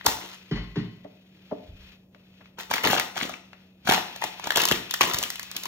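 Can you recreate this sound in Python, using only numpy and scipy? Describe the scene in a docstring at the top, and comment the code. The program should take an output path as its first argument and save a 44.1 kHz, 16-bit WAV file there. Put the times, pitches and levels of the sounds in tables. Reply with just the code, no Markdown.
"""A hard, ringing kitchen with a fridge hum, heard by two microphone ports a few centimetres apart.
A foil snack bag drops on the tiles; something heavy shuts twice in the next room; heels click, cloth rustles.
Then a heeled boot treads the bag flat: creases snap, crisps crunch, air is pushed.
Foil, tile and walls are struck resonances; hiss, contact and room tails are shaped noise."""
import sys
import numpy as np
from scipy import signal
from scipy.fft import rfft, irfft, next_fast_len
from scipy.io import wavfile

SR = 44100
rng = np.random.default_rng(int(sys.argv[2]) if len(sys.argv) > 2 else 0)


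def inscribe(sig):
    """Save sig as 16-bit PCM at rate SR to the path in sys.argv[1].

    A 1-D sig is mono; a 2-D sig holds one channel per row.
    Samples are clipped to [-1, 1] before scaling.
    """
    pcm = np.round(np.clip(np.atleast_2d(sig).T, -1, 1) * 32767)
    wavfile.write(sys.argv[1], SR, pcm.astype(np.int16))


N = 250047

# Quiet background, hiss and rustle: (time [s], level [dB])
AIR_LEVEL = [(0, -51.5), (1.25, -67), (1.5, -60), (1.7, -62), (1.92, -54.5), (1.98, -65.5), (2.1, -83),
             (2.16, -68), (2.46, -62.5), (2.6, -74.5), (3.6, -62.5), (3.8, -72), (3.9, -47.5),
             (5.67, -47.5)]
# Colour of the hiss: (frequency [Hz], level [dB])
HISS_SPECTRUM = [(300, -21), (2000, -9), (3300, -3.5), (6000, -16.5), (10000, -27.5), (14000, -24),
                 (16000, -28)]
# Colour of the room tone: (frequency [Hz], level [dB])
ROOM_TONE_SPECTRUM = [(30, -15.5), (100, -2.5), (300, -9), (600, -16), (1500, -39.5)]
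ROOM_TONE_DB = -60.5
HUM_HZ, HUM_DB = 187, -58
WHIRR_HZ, WHIRR_WIDTH_HZ, WHIRR_DB = 2550, 260, -6  # level against the hiss
# Weight shifting on the floor: (start [s], rumble level [dB], hold [s])
WEIGHT_SHIFTS = [(1.69, -42.5, 0.096)]
SHIFT_RISE_DB_PER_S, SHIFT_SAG_DB_PER_S, SHIFT_FALL_DB_PER_S = 388, 41.5, 163.5

# Slams in the next room: (time [s], boom drive [dB], floor shake drive [dB], rattle drive [dB])
DISTANT_SLAMS = [(0.512, -24, -28.5, -29.5), (0.558, -36, -32, -34), (0.757, -35, -61.5, -30),
                 (.767, -23.5, -40, -61)]
# Resonances of the walls: (frequency [Hz], level [dB], t60 [s])
WALL_MODES = [(111.4, -9.5, 0.33), (141, 1.5, 0.24), (174, 2, 0.17), (223.4, -6, 0.29), (293, -2, 0.099),
              (414.5, -2, 0.096)]
# The loose metal fitting is jolted: (time [s], drive [dB])
FITTING_JOLTS = [(.512, 0), (.558, -7), (.758, -9)]
# Resonances of the fitting: (frequency [Hz], level [dB], t60 [s])
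FITTING_MODES = [(1065, -54, 0.8), (1976, -45, 0.9), (2159, -48, 0.6), (2540, -53, 0.5), (3036, -40, 0.5),
                 (4247, -48, 0.5), (4430, -47, 0.55), (4940, -49, 0.12)]

# Heels on tile: (time [s], knock drive [dB], knock pitch [Hz], tick drive [dB])
HEEL_STEPS = [(1.045, -45, 530, -34.5), (1.511, -31.5, 520, -62.5), (2.147, -68.5, 400, -30.5),
              (2.405, -47, 1000, -62.5), (2.457, -62.5, 2400, -32), (3.531, -56, 870, -22.5)]
# Resonances of the tile: (frequency [Hz], level [dB], t60 [s])
TILE_MODES = [(190, -1, 0.037), (286, -2.5, 0.064), (418, -2, 0.07), (609, 6.5, 0.029), (760, -7, 0.0092)]

# The cushion of air in the bag is pushed: (time [s], drive [dB], pitch [Hz])
AIR_PUSHES = [(0.071, -22.5, 84.7), (2.714, -30, 210), (2.856, -15, 367), (3.892, -7.5, 400),
              (3.906, -22, 190), (4.716, -6, 410), (4.722, -24.5, 160), (5.01, -13, 375),
              (5.142, -22.5, 122)]
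# The bag lands, then the sole presses in separate crunches: (start [s], crackle drive [dB], hold [s])
BAG_CRUNCHES = [(.053, -32, .008), (.062, -20, 0.0011), (.085, -40, 0.26), (2.588, -38.5, 0.022),
                (2.708, -31, 0.084), (2.84, -23, 0.15), (3.158, -35, 0.061), (3.22, -29.5, 0.0087),
                (3.29, -41.5, 0.0052), (3.857, -37, .012), (3.874, -27.5, .012), (3.888, -18.5, 0.0092),
                (3.93, -23.5, 0.021), (4.218, -35, 0.027), (4.44, -36.5, 0.035), (4.48, -41, .07),
                (4.56, -27.5, 0.19), (5.012, -21.5, 0.011), (5.07, -33, 0.067), (5.135, -35.5, 0.12),
                (5.55, -43, 0.012), (5.63, -43.5, .04)]
CRUNCH_RISE_DB_PER_S, CRUNCH_SAG_DB_PER_S, CRUNCH_FALL_DB_PER_S = 2002, 40.5, 304.5
# Single creases snapping: (time [s], drive [dB], patch pitch [Hz], treble [dB])
CREASE_SNAPS = [(0.01, -31.5, 1970, -47), (0.062, -21.5, 1600, 14), (0.066, -4.5, 923, -20),
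                (2.583, -40, 880, -23), (2.609, -38, 910, 2), (2.711, -16.5, 935, -8),
                (2.737, -15, 2110, -5), (2.757, -24.5, 1900, -1), (2.78, -17.5, 2120, -14),
                (2.841, -14.5, 2810, -18), (2.853, -16, 900, -17), (2.872, -9, 2055, -27.5),
                (2.9, -18.5, 1700, -26), (2.931, -8, 820, -12), (2.951, -13.5, 810, -10),
                (2.997, -14.5, 2060, 0), (3.011, -23, 950, -15), (3.164, -24, 800, -17),
                (3.176, -24, 1860, -13), (3.211, -19, 2140, -28), (3.232, -38, 1670, -5),
                (3.294, -25, 686, -6.5), (3.338, -26.5, 2670, -27), (3.871, -22.5, 847, -42),
                (3.892, -11.5, 1530, -11), (3.911, -6.5, 867, -12), (3.922, -8.5, 930, -6),
                (3.936, -16.5, 880, -4), (3.978, -13.5, 816, -15), (4.161, -30, 760, -1.5),
                (4.221, -18, 900, -32), (4.238, -20, 834, -4), (4.396, -29, 1020, -8.5),
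                (4.471, -20.5, 900, -5), (4.505, -11.5, 1810, -8.5), (4.519, -19.5, 1900, -7),
                (4.558, -13.5, 3150, -0.5), (4.571, -15, 920, 3.5), (4.578, -14, 1660, -7),
                (4.601, -17.5, 2950, -1), (4.617, -25.5, 860, 10), (4.636, -18.5, 3080, 1),
                (4.653, -20, 1050, 10), (4.686, -19.5, 3000, 4.5), (4.712, -13, 1810, -2.5),
                (4.72, -13.5, 3080, -2.5), (4.909, -21.5, 3470, 1), (4.938, -20, 1830, 2),
                (5.009, -6, 1120, -6), (5.135, -29, 1720, 9), (5.144, -24, 1650, 7), (5.186, -28, 4430, 13),
                (5.227, -26.5, 1190, 6.5), (5.236, -22.5, 3070, 3.5), (5.302, -27, 2000, 6),
                (5.356, -31, 3160, 1.5), (5.395, -26, 2040, 1), (5.429, -40.5, 1130, 11.5),
                (5.514, -35, 1710, 8), (5.564, -30, 3100, 9), (5.634, -41, 1960, 14), (5.655, -27, 1080, 1)]
# Colour of the foil: (frequency [Hz], level [dB])
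FOIL_SPECTRUM = [(100, -30), (330, -9.5), (600, -2), (1000, 1.5), (2000, -2), (3200, 2.5), (5000, -6.5),
                 (7000, -7), (10000, -12.5), (16000, -17)]

# Decay of the kitchen: (frequency [Hz], t60 [s])
KITCHEN_DECAY = [(100, 0.53), (2000, 0.45), (5000, 0.48), (13000, 0.35)]
# Phase by which the left port leads: (frequency [Hz], lead [rad])
LEFT_LEAD = [(150, 0), (700, .5), (1700, .1), (2400, -2.6), (3000, -3.4), (4100, -3.3), (6100, -5),
             (7200, -4.4), (8200, -3.2), (10300, -3.1), (12400, -.9), (13500, -.1)]
# Level of the left port over the right: (frequency [Hz], difference [dB])
LEFT_LOUDER = [(400, 0), (1000, 4), (1900, 8), (2700, 5), (3300, 5), (4200, 0)]
# The part the ports do not share: (frequency [Hz], level [dB])
UNSHARED_SPECTRUM = [(60, -33.5), (500, -7), (1500, -6.5), (4500, -5.5), (7200, -21.5), (10300, -22.5),
                     (13500, -21.5)]
CUTOFF_HZ = 16900


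def amp(db):
    """Gain of a level in dB."""
    return 10 ** (np.asarray(db) / 20)


def rms_one(x):
    """Scale to unit rms."""
    return x / np.sqrt(np.mean(x ** 2) + 1e-20)


def in_time(rows):
    """A curve, sample by sample."""
    return np.interp(np.arange(N) / SR, *np.transpose(rows))


def at_hz(points, hz):
    """Read a spectrum on a log-frequency axis."""
    f, v = np.transpose(points)
    return np.interp(np.log(hz + 1), np.log(f + 1), v)


def coloured(x, spectrum):
    """Give x the spectrum; white noise of rms 1 keeps rms 1."""
    size = next_fast_len(x.shape[-1] + SR // 10)
    hz = np.arange(size // 2 + 1) * SR / size
    gain = rms_one(amp(at_hz(spectrum, hz)))
    return irfft(rfft(x, size) * gain, size)[..., :x.shape[-1]]


def band(x, low_hz, high_hz):
    """Butterworth band-pass."""
    edges = np.clip([low_hz, high_hz], 10, .45 * SR)
    return signal.sosfilt(signal.butter(2, edges, "band", fs=SR, output="sos"), x + 1e-18)


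def drift(rate_hz):
    """Slow random wander of rms 1: noise through a two-pole low-pass."""
    r = np.exp(-2 * np.pi * rate_hz / SR)
    wander = signal.lfilter([1], [1, -2 * r, r * r], rng.standard_normal(N + SR))
    return rms_one(wander[SR:])


def train(times, db):
    """One click per event."""
    out = np.zeros(N)
    np.add.at(out, np.minimum((np.asarray(times) * SR).astype(int), N - 1), amp(db))
    return out


def fading(clicks, seconds):
    """Each click becomes an envelope that dies with this time constant."""
    return signal.lfilter([1], [1, -np.exp(-1 / (seconds * SR))], clicks + 1e-18)


def burst(clicks, rise_s, fall_s):
    """Noise under an envelope that swells fast and dies slower."""
    envelope = fading(fading(clicks, fall_s), rise_s) / (rise_s * SR)
    return envelope * rng.standard_normal(N)


def crack(times, db, rise_s, fall_s):
    """Short bursts of even spectrum and random phase, a new one for every event; peak near the given level."""
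    t = np.arange(1024) / SR
    shape = np.exp(-t / fall_s) * (1 - np.exp(-t / rise_s))
    spectra = rfft(rng.standard_normal((len(times), len(t))) * shape)
    bursts = irfft(spectra / np.abs(spectra)) * np.sqrt(shape)
    out = np.zeros(N + len(t))
    for s, gain, b in zip(times, amp(db), bursts):
        start = int(s * SR)
        out[start:start + len(t)] += gain * b / np.sqrt(np.sum(b ** 2) / np.sum(shape ** 2))
    return out[:N]


def ring(clicks, hz, t60):
    """A unit click sets a decaying sine of starting height 1 ringing."""
    r, w = amp(-60 / (t60 * SR)), 2 * np.pi * hz / SR
    return signal.lfilter([0, np.sin(w)], [1, -2 * r * np.cos(w), r * r], clicks + 1e-18)


def struck(force, modes):
    """All modes of a body, signs alternating."""
    return sum((-1) ** k * amp(db) * ring(force, hz, t60) for k, (hz, db, t60) in enumerate(modes))


def presses(rows, rise, sag, fall):
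    """Level in dB of presses that swell up to their start, sag while held and then die; slopes in dB per second."""
    t = np.arange(N) / SR
    levels = []
    for s, db, hold in rows:
        before, held, after = np.maximum(s - t, 0), np.clip(t - s, 0, hold), np.maximum(t - s - hold, 0)
        levels.append(db - rise * before - sag * held - fall * after)
    return np.max(levels, axis=0)


def background():
    """Shared and unshared parts of hiss, a narrow whirr within it and room tone; rumble and fridge hum are shared."""
    air_db = in_time(AIR_LEVEL)
    hiss = amp(air_db + 1.8 * drift(39)) * coloured(rng.standard_normal((2, N)), HISS_SPECTRUM)
    half_width = WHIRR_WIDTH_HZ / 2
    whirr = rms_one(band(rng.standard_normal((2, N)), WHIRR_HZ - half_width, WHIRR_HZ + half_width))
    tone = amp(ROOM_TONE_DB) * coloured(rng.standard_normal((2, N)), ROOM_TONE_SPECTRUM)
    rumble_db = presses(WEIGHT_SHIFTS, SHIFT_RISE_DB_PER_S, SHIFT_SAG_DB_PER_S, SHIFT_FALL_DB_PER_S)
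    rumble = amp(rumble_db) * rms_one(band(rng.standard_normal(N), 28.2, 84))
    hum_gain = amp(HUM_DB + 0.84 * drift(3)) * np.sqrt(2)  # sine peak over rms
    hum = hum_gain * np.sin(2 * np.pi * HUM_HZ * np.arange(N) / SR)
    return hiss + amp(air_db + WHIRR_DB) * whirr + tone + (rumble + hum) * [[1], [0]]


def slams():
    """Each slam booms through the walls, shakes the floor, sets a loose metal fitting ringing and rattles loose things."""
    s, boom_db, floor_db, rattle_db = np.transpose(DISTANT_SLAMS)
    boom = struck(band(train(s, boom_db), 52, 720), WALL_MODES)
    floor = ring(train(s + 0.018, floor_db), 49.4, 0.47)
    jolts = train(*np.transpose(FITTING_JOLTS))
    # every mode of the fitting flutters in level on its own
    metal = sum(struck(jolts, [mode]) * (1 + .4 * drift(35)) for mode in FITTING_MODES)
    rattle = burst(train(s, rattle_db), 0.00043, 0.039)
    rattle = band(band(rattle, 360, 4200), 350, 4200)
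    return boom + floor + rattle, metal


def heels():
    """A short scuff of contact: the heel knocks and ticks, the tile rings low; a bright knock moves the tile less."""
    knocks = np.zeros(N)
    for s, knock_db, hz, _ in HEEL_STEPS:
        contact = crack([s], [knock_db], 0.0018, 0.019)
        knocks += amp(6) * band(contact, hz / 1.5, hz * 2.2)
        knocks += amp(-16.5 - 17.0 * np.log2(hz / 500)) * struck(contact, TILE_MODES)
    s, _, _, tick_db = np.transpose(HEEL_STEPS)
    ticks = band(crack(s, tick_db, 0.00054, 0.0014), 510, 2900)
    return knocks + ticks


def thumps(cycles, lag_s, deep_db):
    """Each push is one soft blow on the air cushion, gone after a few cycles; a weaker 90 Hz thud sounds just after."""
    blows = sum(ring(train([s], db), hz, cycles / hz) for s, db, hz in AIR_PUSHES)
    s, db, _ = np.transpose(AIR_PUSHES)
    late_thuds = ring(train(s + lag_s, db + deep_db), 90, .035)
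    return band(blows + late_thuds, 60, 700)


def crackle(per_s, spread_db, clump_db, cycles, treble_db, crumbs_db):
    """Tiny buckles of the foil come in clumps, each ringing a few cycles on a patch of its own size; crisps crumble below."""
    crackle_db = presses(BAG_CRUNCHES, CRUNCH_RISE_DB_PER_S, CRUNCH_SAG_DB_PER_S, CRUNCH_FALL_DB_PER_S)
    sizes = amp(spread_db * np.minimum(rng.exponential(1, N), 4)) * rng.choice([-1, 1], N)
    together, chance = drift(70), rng.random(N)
    # patches of like size (five groups) clump partly on their own
    busy = [per_s * amp(clump_db * (.6 * together + .8 * drift(50))) / SR for group in range(5)]
    pitches = np.geomspace(200, 15500, 30)
    dealt = rng.integers(0, 30, N)  # which patch may buckle at each sample
    rings = []
    for k, hz in enumerate(pitches):
        buckles = sizes * (chance < busy[k // 6] * np.sqrt(hz / 1500)) * (dealt == k)
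        rings.append(rms_one(ring(buckles, hz, cycles / hz)) * np.sqrt(hz))
    rings = np.array(rings)
    low, middle, treble = rings[:8].sum(axis=0), rings[8:22].sum(axis=0), rings[22:].sum(axis=0)
    foil = amp(crackle_db) * rms_one(middle + amp(treble_db) * treble)
    crumbs = amp(crackle_db + crumbs_db) * rms_one(band(low, 80, 800))
    return foil, crumbs


def snaps(cycles, rise_s, fall_s):
    """A crease gives way in a burst of a few milliseconds, no two equally long, and rings its patch of foil at two pitches."""
    out = np.zeros(N + 2048)
    for s, db, hz, treble_db in CREASE_SNAPS:
        length, overtone = np.exp(rng.normal(0, .3)), rng.uniform(1.6, 2.4)
        push = crack([0], [db], rise_s * length, fall_s * length)[:2048]
        rung = sum(amp(level_db) * ring(push, f, cycles / f) * np.sqrt(f / cycles / SR)
                   for f, level_db in [(hz, 9.0), (hz * overtone, 3.0)])
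        broad = amp(-10.5) * band(push, hz / 2, hz * 2.9)
        treble = amp(10.5 + treble_db) * band(band(push, 4300, 16500), 4300, 16500)
        start = int(s * SR)
        out[start:start + 2048] += rung + broad + treble
    return out[:N]


def kitchen(x, gap_s):
    """Two unrelated tails of noise that die band by band, fading in around the delay of the first wall."""
    t, tails = np.arange(SR) / SR, 0
    white = rng.standard_normal((2, SR))
    for hz in 60 * 2 ** np.arange(0, 8.1, .5):  # half-octave bands
        decay = amp(-60 * t / at_hz(KITCHEN_DECAY, hz))
        tails = tails + band(white, hz / 2 ** .25, hz * 2 ** .25) * decay
    tails = tails * np.clip(t / gap_s - .5, 0, 1)
    return signal.fftconvolve(x[None], rms_one(tails) / np.sqrt(SR), axes=1)[:, :N]


def scatter(near):
    """Near sounds scatter off the close floor within milliseconds; the colour wanders slowly between two short paths."""
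    glances = [crack([0], [0], .0003, .005)[:1024] for path in range(2)]
    turn = 2 * drift(3)
    scattered = 0
    for glance, share in zip(glances, [np.sin(turn), np.cos(turn)]):
        unit_glance = glance / np.sqrt(np.sum(glance ** 2))
        scattered = scattered + signal.fftconvolve(near * share, unit_glance)[:N]
    return amp(2.5) * scattered


def ports(shared, unshared):
    """The two ports hear the shared sound with a phase and level step that depends on pitch."""
    size = next_fast_len(N + SR // 10)
    hz = np.arange(size // 2 + 1) * SR / size
    # half of each step goes to either port; the unshared part has opposite signs
    step = amp(at_hz(LEFT_LOUDER, hz) / 2) * np.exp(.5j * at_hz(LEFT_LEAD, hz))
    a, b = rfft(shared, size), rfft(unshared, size) * amp(at_hz(UNSHARED_SPECTRUM, hz))
    return irfft(np.array([(a + b) * step, (a - b) / step]), size)[:, :N]


def scene():
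    """Bag and heels are near and partly direct; the next room's slams reach the ports direct and through the kitchen."""
    far, ringing = slams()
    foil, crumbs = crackle(per_s=1400., spread_db=4.5, clump_db=5.0, cycles=6.3, treble_db=3.0, crumbs_db=-8.5)
    creases = snaps(cycles=11.0, rise_s=0.00062, fall_s=0.0021)
    near = coloured(foil + creases, FOIL_SPECTRUM) + crumbs + heels()
    near += thumps(cycles=3.4, lag_s=0.0032, deep_db=-18.5)
    to_room = amp(-6.0) * near + amp(-4) * far + amp(-7) * ringing
    # the unshared tail is 4 dB up before the ports colour it
    shared, unshared = kitchen(to_room, gap_s=0.0051) * amp([[0], [4]]) + background()
    return ports(near + far + ringing + shared, unshared + scatter(near))


def record(dry):
    """The microphones lose the deepest bass, the loudest peaks are rounded and the top is cut."""
    body = signal.sosfilt(signal.butter(4, 38, "high", fs=SR, output="sos"), dry)
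    rounded = .8 * np.tanh(body / .8)
    return signal.sosfilt(signal.cheby2(16, 95, CUTOFF_HZ, fs=SR, output="sos"), rounded)


dry = scene()
out = record(dry)
inscribe(out)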